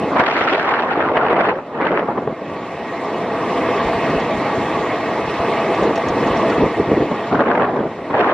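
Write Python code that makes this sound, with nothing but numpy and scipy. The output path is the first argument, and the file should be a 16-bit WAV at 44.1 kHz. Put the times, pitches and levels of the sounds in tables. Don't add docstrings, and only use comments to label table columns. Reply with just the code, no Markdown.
import sys
import numpy as np
from scipy import signal
from scipy.fft import rfft, irfft
from scipy.io import wavfile
from scipy.ndimage import uniform_filter1d

SR = 44100
rng = np.random.default_rng(int(sys.argv[2]) if len(sys.argv) > 2 else 0)


def gain_from_db(level_db):
    decades = np.asarray(level_db, float) / 20
    return 10 ** decades


def wrap_up_sound(samples):
    columns = np.atleast_2d(samples).T
    tamed = np.clip(columns, -1, 1)
    steps = np.round(tamed * 32767).astype(np.int16)
    wavfile.write(sys.argv[1], SR, steps)


N = 367353

# start_s, buffeting_db, eddy_pitch_hz
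BREEZE = [(.07, -25, 430), (.27, -16.5, 1380), (.57, -18, 1270), (1.09, -18.5, 916), (1.48, -19, 1020),
          (1.65, -34, 612), (1.87, -20, 1044), (2.03, -24.5, 780), (2.33, -39, 497), (3.02, -35, 350),
          (3.25, -24, 560), (3.6, -30, 252), (5.4, -37, 224), (5.9, -31, 403), (7.2, -40.5, 411),
          (7.48, -18.5, 882), (7.94, -34, 476), (8.085, -28.5, 504), (8.15, -13.5, 982)]
# start_s, peak_db, pitch_hz
SLAPS = [(0.155, -8.5, 815), (0.161, 0, 600), (0.168, -1, 580), (0.197, -3, 1000), (1.004, -7.5, 1190),
         (1.155, -10, 1020), (1.328, -4, 1100), (1.584, -7.5, 326), (1.861, -7, 420), (1.973, -4.5, 430),
         (2.086, -5.5, 347), (2.178, -5.5, 1100), (2.275, -3, 800), (2.42, -11, 357), (2.484, -23, 700),
         (4.148, -3, 790), (5.841, -6.5, 466), (5.821, -2, 250), (5.908, -6, 450), (6.638, -5, 396),
         (6.797, -5.5, 232), (6.915, 4.5, 260), (6.939, -6.5, 700), (6.972, -4, 668), (7.018, -19, 511),
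         (7.114, -1.5, 480), (7.313, -4.5, 474), (7.347, -4, 403), (7.392, 2.5, 549), (7.62, -9.5, 829),
         (7.86, -19, 600), (7.988, -15, 600), (8.106, -13, 425)]
# start_s, peak_db
CRACKS = [(0.184, -22.5), (0.198, -17), (0.365, -43.5), (0.5225, -31.5), (0.597, -34), (0.628, -28.5),
          (0.71, -43), (0.876, -39), (0.976, -36), (1.1524, -34), (1.169, -27.5), (1.329, -32),
          (1.4423, -33.5), (1.943, -34), (2.048, -44.5), (7.49, -41), (7.595, -41), (7.649, -37.5)]
# start_s, peak_db
TEARS = [(0.1963, 3), (0.2851, -16.5), (0.3218, -17.5), (0.3744, -16.5), (0.4112, -0.5), (0.4747, -17),
         (0.4955, -3), (0.5211, -9), (0.549, -22.5), (0.575, -16), (0.594, -7), (0.6676, -13.5),
         (0.7058, -13), (0.7328, -27.5), (0.915, -14), (0.9626, -19), (0.9751, -13.5), (1.031, -19),
         (1.0544, -16), (1.0897, -15), (1.1142, -18.5), (1.1547, -8), (1.1683, -2.5), (1.224, -22.5),
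         (1.2496, -17), (1.2997, -5), (1.363, -11.5), (1.3853, -16), (1.4006, -11), (1.442, -16),
         (1.4813, -20), (1.5553, -31), (1.7742, -22.5), (1.8152, -9.5), (1.8485, -7.5), (1.867, -7),
         (1.8994, -25), (1.915, -22), (1.939, -18.5), (1.9913, -7.5), (2.172, -21), (2.1786, -23)]
# start_s, peak_db
LATE_TEARS = [(7.324, -10), (7.3487, -8.5), (7.4116, -14), (7.456, -18), (7.469, -24.5), (7.4875, -19.5),
              (7.5025, -14.5), (7.5493, -9.5), (7.5961, -13.5), (7.6183, -8.5), (7.644, -8), (7.683, -17.5),
              (7.7357, -21.5), (7.7613, -16.5), (7.7973, -19), (7.9112, -21.5), (8.102, -14),
              (8.138, -18.5), (8.1988, -9), (8.2921, -12.5)]


def in_time(rows, step):
    s, *columns = np.transpose(rows)
    return [np.interp(np.arange(0, N + step, step) / SR, s, c) for c in columns]


def at_hz(points, hz):
    point_hz, value = np.transpose(points)
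    return np.interp(np.log(hz), np.log(point_hz), value)


def rms_one(x):
    return x / np.sqrt(np.mean(x ** 2))


def full_rate(slow):
    return np.interp(np.arange(N) / 32, np.arange(len(slow)), slow)


def drift(rate_hz, step):
    r = np.exp(-2 * np.pi * step * rate_hz / SR)
    white = rng.standard_normal(N // step + 2002)
    return rms_one(signal.lfilter([1], [1, -2 * r, r * r], white)[2000:])


def bank(white, gain, patchy_db, rate_hz):
    hz, s, frames = signal.stft(white, SR, nperseg=1024, noverlap=768)
    hz = np.maximum(hz, 15)[:, None]
    patches = np.array([drift(rate_hz, step=256)[:len(s)] for _ in range(33)])
    band = (3 * np.log2(hz[:, 0] / 15)).astype(int)
    shaped = frames * gain(hz, s) * gain_from_db(patchy_db * patches[band])
    return signal.istft(shaped, SR, nperseg=1024, noverlap=768)[1][:, :N]


def ring(at_s, size, hz, t60_s):
    clicks = np.full(N, 1e-18)
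    clicks[(np.asarray(at_s) * SR).astype(int)] = size
    r, w = gain_from_db(-60 / (t60_s * SR)), 2 * np.pi * hz / SR
    return signal.lfilter([0, np.sin(w)], [1, -2 * r * np.cos(w), r * r], clicks)


def whine():
    # start_s, lift_db
    swells = [(2.73, 2), (3.58, 15), (4.3, 13), (5.3, 6), (5.41, 11), (5.45, 16), (5.59, 17), (5.73, 17.5),
              (5.8, 9), (6.46, 13), (7.25, 9)]
    swell_s = 0.022
    hz = 678 + 12 * full_rate(drift(6.03, step=32))
    t = np.arange(0, N + 32, 32) / SR
    lift_db = sum(db * np.exp(-0.5 * ((t - s) / swell_s) ** 2) for s, db in swells)
    level_db = -39.5 + full_rate(lift_db) + 3.9 * full_rate(drift(2.7, step=32))
    return gain_from_db(level_db) * np.sin(2 * np.pi * np.cumsum(hz) / SR) * [[1], [-0.05]]


def rattle():
    # start_s, peak_db
    knocks = [(3.8543, -42.5), (4.096, -30.5), (4.199, -28.5), (4.3083, -35), (4.565, -42.5),
              (5.349, -35.5), (5.749, -27.5), (5.8312, -28), (5.9566, -20), (5.976, -23), (6.084, -20.5),
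              (6.27, -30.5), (6.3688, -28.5), (6.498, -22), (6.5406, -31)]
    # pitch_hz, level_db, t60_s
    modes = [
        (3600, -14, .006),
        (4520, 0.5, .008),
        (5530, 4, 0.014),
        (6370, -6, 0.015),
        (7600, -33.5, 0.0053),
    ]
    s, db = np.transpose(knocks)
    chance = rng.standard_normal((len(s), len(modes)))
    x = np.zeros(N)
    for k, (hz, level_db, t60_s) in enumerate(modes):
        x = x + ring(s, gain_from_db(db + level_db - 30.5 + 5.0 * chance[:, k]), hz, t60_s)
    chatter = rng.standard_normal(600) * np.exp(-np.arange(600) / (0.0073 * SR))
    return signal.fftconvolve(x, chatter)[:N] * [[1], [-0.4]]


def roar(surge_db, patchy_db):
    # pitch_hz, level_db_per_hz
    mid_spectrum = [(35, -50), (60, -18.5), (222, -4), (339, -1), (393, -5), (495, -0.5), (562, -6.5),
                    (665, -1), (755, -6), (1150, -6.5), (1390, -15.5), (1910, -13.5), (4170, -30),
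                    (7860, -50.5), (9310, -54), (12100, -85.5), (20500, -120)]
    # pitch_hz, level_db_per_hz
    side_spectrum = [(300, -48), (700, -24.5), (1100, 0.5), (1400, -13.5), (1900, 1), (3000, -1.5),
                     (5000, -6), (7000, -12), (9500, -14), (13000, -19.5), (16000, -15)]
    # pitch_hz, width_hz, lift_db
    resonances = [(426, 93, 4), (672, 60, 4), (829, 20, 7.5), (916, 33, 4.5), (1133, 92, 4.5),
                  (1886, 30, 8.5), (2146, 180, 4), (2578, 67, 6.5), (2920, 18, 5.5), (3380, 53, 4),
                  (3690, 45, 5.5), (4120, 30, 5.5), (4950, 240, -2), (5460, 290, 4), (7630, 1900, 4.5)]
    # pitch_hz, share_0_to_1
    side_share = [
        (1000, .3),
        (2500, .65),
        (5000, 0.4),
        (9000, .2),
    ]
    mid_db, side_db = -18.5, -41.0

    flow = gain_from_db(surge_db * full_rate(drift(0.92, step=32)))
    grain = bank(rng.standard_normal((2, N)), lambda hz, s: 1, patchy_db, rate_hz=16.5)
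    mid, other = rfft(flow * grain)
    hz = np.maximum(np.arange(len(mid)) * SR / N, 1)
    lift_db = sum(db / (1 + (2 * (hz - f) / w) ** 2) for f, w, db in resonances)
    share = np.clip(at_hz(side_share, hz), 0, 1)
    side = np.sqrt(1 - share ** 2) * other + share * mid * np.exp(1j * 2.5)
    side = side * gain_from_db(at_hz(side_spectrum, hz) + 0.4 * lift_db)
    mid = mid * gain_from_db(at_hz(mid_spectrum, hz) + lift_db)
    return np.array([gain_from_db(mid_db) * rms_one(irfft(mid, N)), gain_from_db(side_db) * rms_one(irfft(side, N))])


def thumps():
    # start_s, peak_db
    pushes = [(3.82, -24), (3.919, -36), (4.123, -24), (4.309, -32.5), (5.238, -34), (5.361, -30),
              (5.789, -33), (6.06, -28), (6.268, -29), (6.59, -22), (6.758, -34), (6.899, -28)]
    pitch_hz, t60_s = 60, 0.074
    chance = rng.standard_normal((len(pushes), 2))
    x = np.zeros(N)
    for (s, db), (a, b) in zip(pushes, chance):
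        x = x + ring([s + 0.031], np.sign(a) * gain_from_db(db + 7.5), pitch_hz * gain_from_db(2.7 * b), t60_s)
    return signal.sosfilt(signal.butter(2, 150, fs=SR, output="sos"), x) * [[1], [0]]


def slaps(cycles):
    sign = rng.choice([-1, 1], len(SLAPS))
    push = sum(ring([s], k * gain_from_db(db + 1.5), hz, cycles / hz) for k, (s, db, hz) in zip(sign, SLAPS))
    push = signal.sosfilt(signal.butter(3, [120, 2000], "band", fs=SR, output="sos"), push)
    s, db = np.transpose(CRACKS)
    crack = ring(s, gain_from_db(db + 5.0), 2400, 0.0019)
    return np.array([push + crack, 0.7 * crack])


def tears():
    decay_s, burst_db, spike_db, spike_hz = 0.009, -8, -3.5, 1100
    s, db = np.transpose(TEARS + LATE_TEARS)
    clicks = np.full(N, 1e-18)
    clicks[(s * SR).astype(int)] = gain_from_db(db + burst_db)
    swell = signal.lfilter([1], [1, -np.exp(-1 / (decay_s * SR))], clicks)
    swell = uniform_filter1d(swell, size=133, origin=66)
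    band = signal.butter(2, [700, 2600], "band", fs=SR, output="sos")
    burst = signal.sosfilt(band, swell * rng.standard_normal((2, N)))
    sign = rng.choice([-1, 1], len(s))
    spike = ring(s + 0.003, sign * gain_from_db(db + spike_db), spike_hz, 1.9 / spike_hz)
    both = 1.02 * burst * [[1], [0.45]] + spike * [[1], [0.2]]
    return signal.sosfilt(signal.butter(4, 3300, fs=SR, output="sos"), both)


def buffeting():
    gusts = [(.01, .03, -18.5), (0.123, .025, -19.5), (0.172, 0.05, -14), (0.68, 0.0097, -16.5),
             (0.793, .03, -22.5), (1.01, 0.18, -22.5), (1.174, .25, -19), (1.459, 0.064, -17),
             (1.58, 0.019, -28), (1.75, 0.033, -24), (1.804, 0.06, -18.5), (1.923, 0.074, -17.5),
             (2.018, 0.027, -21), (2.088, 0.032, -18.5), (2.166, 0.013, -20.5), (2.22, 0.022, -22),
             (2.273, .025, -23), (2.316, .012, -26), (2.423, 0.22, -30), (4.1, .05, -26.5),
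             (4.322, 0.07, -25.5), (4.568, 0.056, -23.5), (4.736, 0.05, -32.5), (5.808, .045, -20.5),
             (5.874, .04, -19.5), (6.07, 0.46, -21.5), (6.245, .03, -22), (6.583, 0.082, -14),
             (6.793, 0.015, -13), (6.883, 0.058, -16.5), (6.969, .04, -18.5), (7.009, .016, -14.5),
             (7.113, 0.006, -22.5), (7.14, .015, -27.5), (7.398, .03, -16.5), (7.332, 0.088, -14.5),
             (7.497, 0.18, -16.5), (7.694, 0.17, -19.5)]
    rise_db_per_s, fall_db_per_s = 503.5, 420.5
    breeze_db, eddy_hz = in_time(BREEZE, step=32)
    t = np.arange(len(eddy_hz)) * 32 / SR
    start, hold, db = np.transpose(gusts)[:, :, None]
    rise_db = rise_db_per_s * np.maximum(start - t, 0)
    fall_db = fall_db_per_s * np.maximum(t - start - np.abs(hold), 0)
    gust_power = (gain_from_db(db - rise_db - fall_db) ** 2).sum(axis=0)
    return 10 * np.log10(gain_from_db(breeze_db) ** 2 + gust_power), eddy_hz


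def pops():
    pops_per_s, share = 900, 0.41
    hits = rng.random((2, N)) < pops_per_s / SR
    clicks = hits * np.clip(rng.standard_normal((2, N)), -1.5, 1.5)
    return np.sqrt(1 - share) * rng.standard_normal((2, N)) + np.sqrt(share) * rms_one(clicks)


def eddies(hz, s):
    start_s, _, pitch_hz = np.transpose(BREEZE)
    eddy_hz = np.interp(s, start_s, pitch_hz)
    u, cut_hz = hz / eddy_hz, 210 * (eddy_hz / 500) ** 0.085
    power = u ** 2 / (1 + (u / 0.29) ** 2) ** 1.08 / (1 + (u / 2.43) ** 2) ** 7.22
    power = power / (1 + (cut_hz / hz) ** 2.8) / (1 + (eddy_hz / 21.0 / hz) ** 2.0)
    return np.sqrt(power / power.mean(axis=0))


def wind(slow_db, fast_db, grain_db, patchy_db, slap_s):
    # pitch_hz, side_over_centre_db
    side_spectrum = [
        (60, -38),
        (180, -45.5),
        (320, -27),
        (550, -24),
        (960, -13.5),
        (1680, -4),
        (2920, 2),
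        (5090, 7.5),
        (8860, 12),
    ]
    tear_lift_db, tear_lift_s = 3, 0.0061

    level_db, eddy_hz = buffeting()
    slow = slow_db * drift(40.0, step=32)[:len(eddy_hz)] * (500 / eddy_hz) ** 0.44
    lumps_db = slow + fast_db * drift(220.0, step=32)[:len(eddy_hz)]
    lumps_db = 3.8 * np.tanh(lumps_db / 7.7)
    t = np.arange(len(lumps_db)) * 32 / SR
    tearing = sum(np.exp(-0.5 * ((t - s - 0.006) / tear_lift_s) ** 2) for s, _ in TEARS + LATE_TEARS)
    lumps_db = lumps_db + tear_lift_db * (tearing - 0.29 * (eddy_hz > 700))

    s, db, _ = np.transpose(SLAPS)
    clicks = np.zeros(N)
    clicks[(s * SR).astype(int)] = gain_from_db(db - 11.5)
    swell = signal.lfilter([1], [1, -np.exp(-1 / (slap_s * SR))], clicks + 1e-18)
    swell = uniform_filter1d(swell, size=89, origin=44)

    x = bank(pops(), eddies, patchy_db, rate_hz=22.7)
    x = x * (full_rate(gain_from_db(level_db - 1.26 + lumps_db)) + swell)
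    x = 0.8 * np.tanh(x / 0.8)
    top = signal.sosfiltfilt(signal.butter(2, 1300, "high", fs=SR, output="sos"), x)
    crackle = full_rate(gain_from_db(grain_db * np.clip(drift(120.0, step=32), -2.5, 2.2)))
    x = x - top + top * crackle
    hz = np.maximum(np.arange(N // 2 + 1) * SR / N, 1)
    return np.array([x[0], irfft(rfft(x[1]) * gain_from_db(at_hz(side_spectrum, hz)), N)])


def scene():
    # start_s, gain_db
    gain_curve = [(0, -4.5), (.15, -4), (.25, -8), (.8, -12.5), (1.3, -16), (1.8, -17), (2.3, -15),
                  (2.55, -9.5), (3.3, -4), (3.6, 0), (5.8, 0), (5.95, -1.5), (6.5, 1.5), (6.75, -3.5),
                  (7.3, -4), (7.45, -12.5), (8.05, -11.5), (8.33, -10)]
    gain_db, = in_time(gain_curve, step=1)
    loader = whine() + rattle() + roar(surge_db=0.5, patchy_db=1.64)
    loader = gain_from_db(gain_db[:N]) * loader
    air = thumps() + slaps(cycles=1.3) + tears()
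    air = air + wind(slow_db=0.0, fast_db=3.5, grain_db=3.5, patchy_db=2.5, slap_s=0.005)
    mid, side = loader + air
    return np.array([mid + side, mid - side])


def mute_masked(mid, side, treble_db, side_db):
    wide_open_s = [.19, .628, 1.328, 1.4414, 4.29]
    hz, s, frames = signal.stft(np.array([mid, side]), SR, nperseg=2048, noverlap=1024)
    power = np.abs(frames[:, :1024].reshape(2, 64, 16, -1)) ** 2
    band_db = 10 * np.log10(power.sum(axis=2) + 1e-20)
    masker_db = 10 * np.log10(power[:, 9:14].sum(axis=(0, 1, 2)) + 1e-20)
    masker_db = masker_db + 1.8 * rng.standard_normal(len(s))
    low = hz[:1024:16, None]
    cracking = np.abs(s - np.array(CRACKS)[:, :1]).min(axis=0) < 0.012
    wide_open = np.abs(s - np.c_[wide_open_s]).min(axis=0) < 0.012
    strong = (band_db[0] > masker_db + treble_db) & (low < 9400)
    keep_mid = strong | (low < 6000) | cracking & (low < 9000) | wide_open
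    keep_side = (band_db[1] > band_db[0] + side_db) | (low > 1800)
    frames[:, :1024] *= np.repeat([keep_mid, keep_side], 16, axis=1)
    return signal.istft(frames, SR, nperseg=2048, noverlap=1024)[1][:, :N]


def band_limit(x):
    return signal.sosfilt(signal.butter(12, 15720, fs=SR, output="sos"), x)


def record(dry):
    bass_cut = signal.butter(3, 45, "high", fs=SR, output="sos")
    left, right = np.clip(signal.sosfilt(bass_cut, dry), -0.99, 0.99)
    mid, side = mute_masked((left + right) / 2, (left - right) / 2, treble_db=-31.5, side_db=-25.5)
    return band_limit(np.array([mid + side, mid - side]))


dry = scene()
out = record(dry)
wrap_up_sound(out)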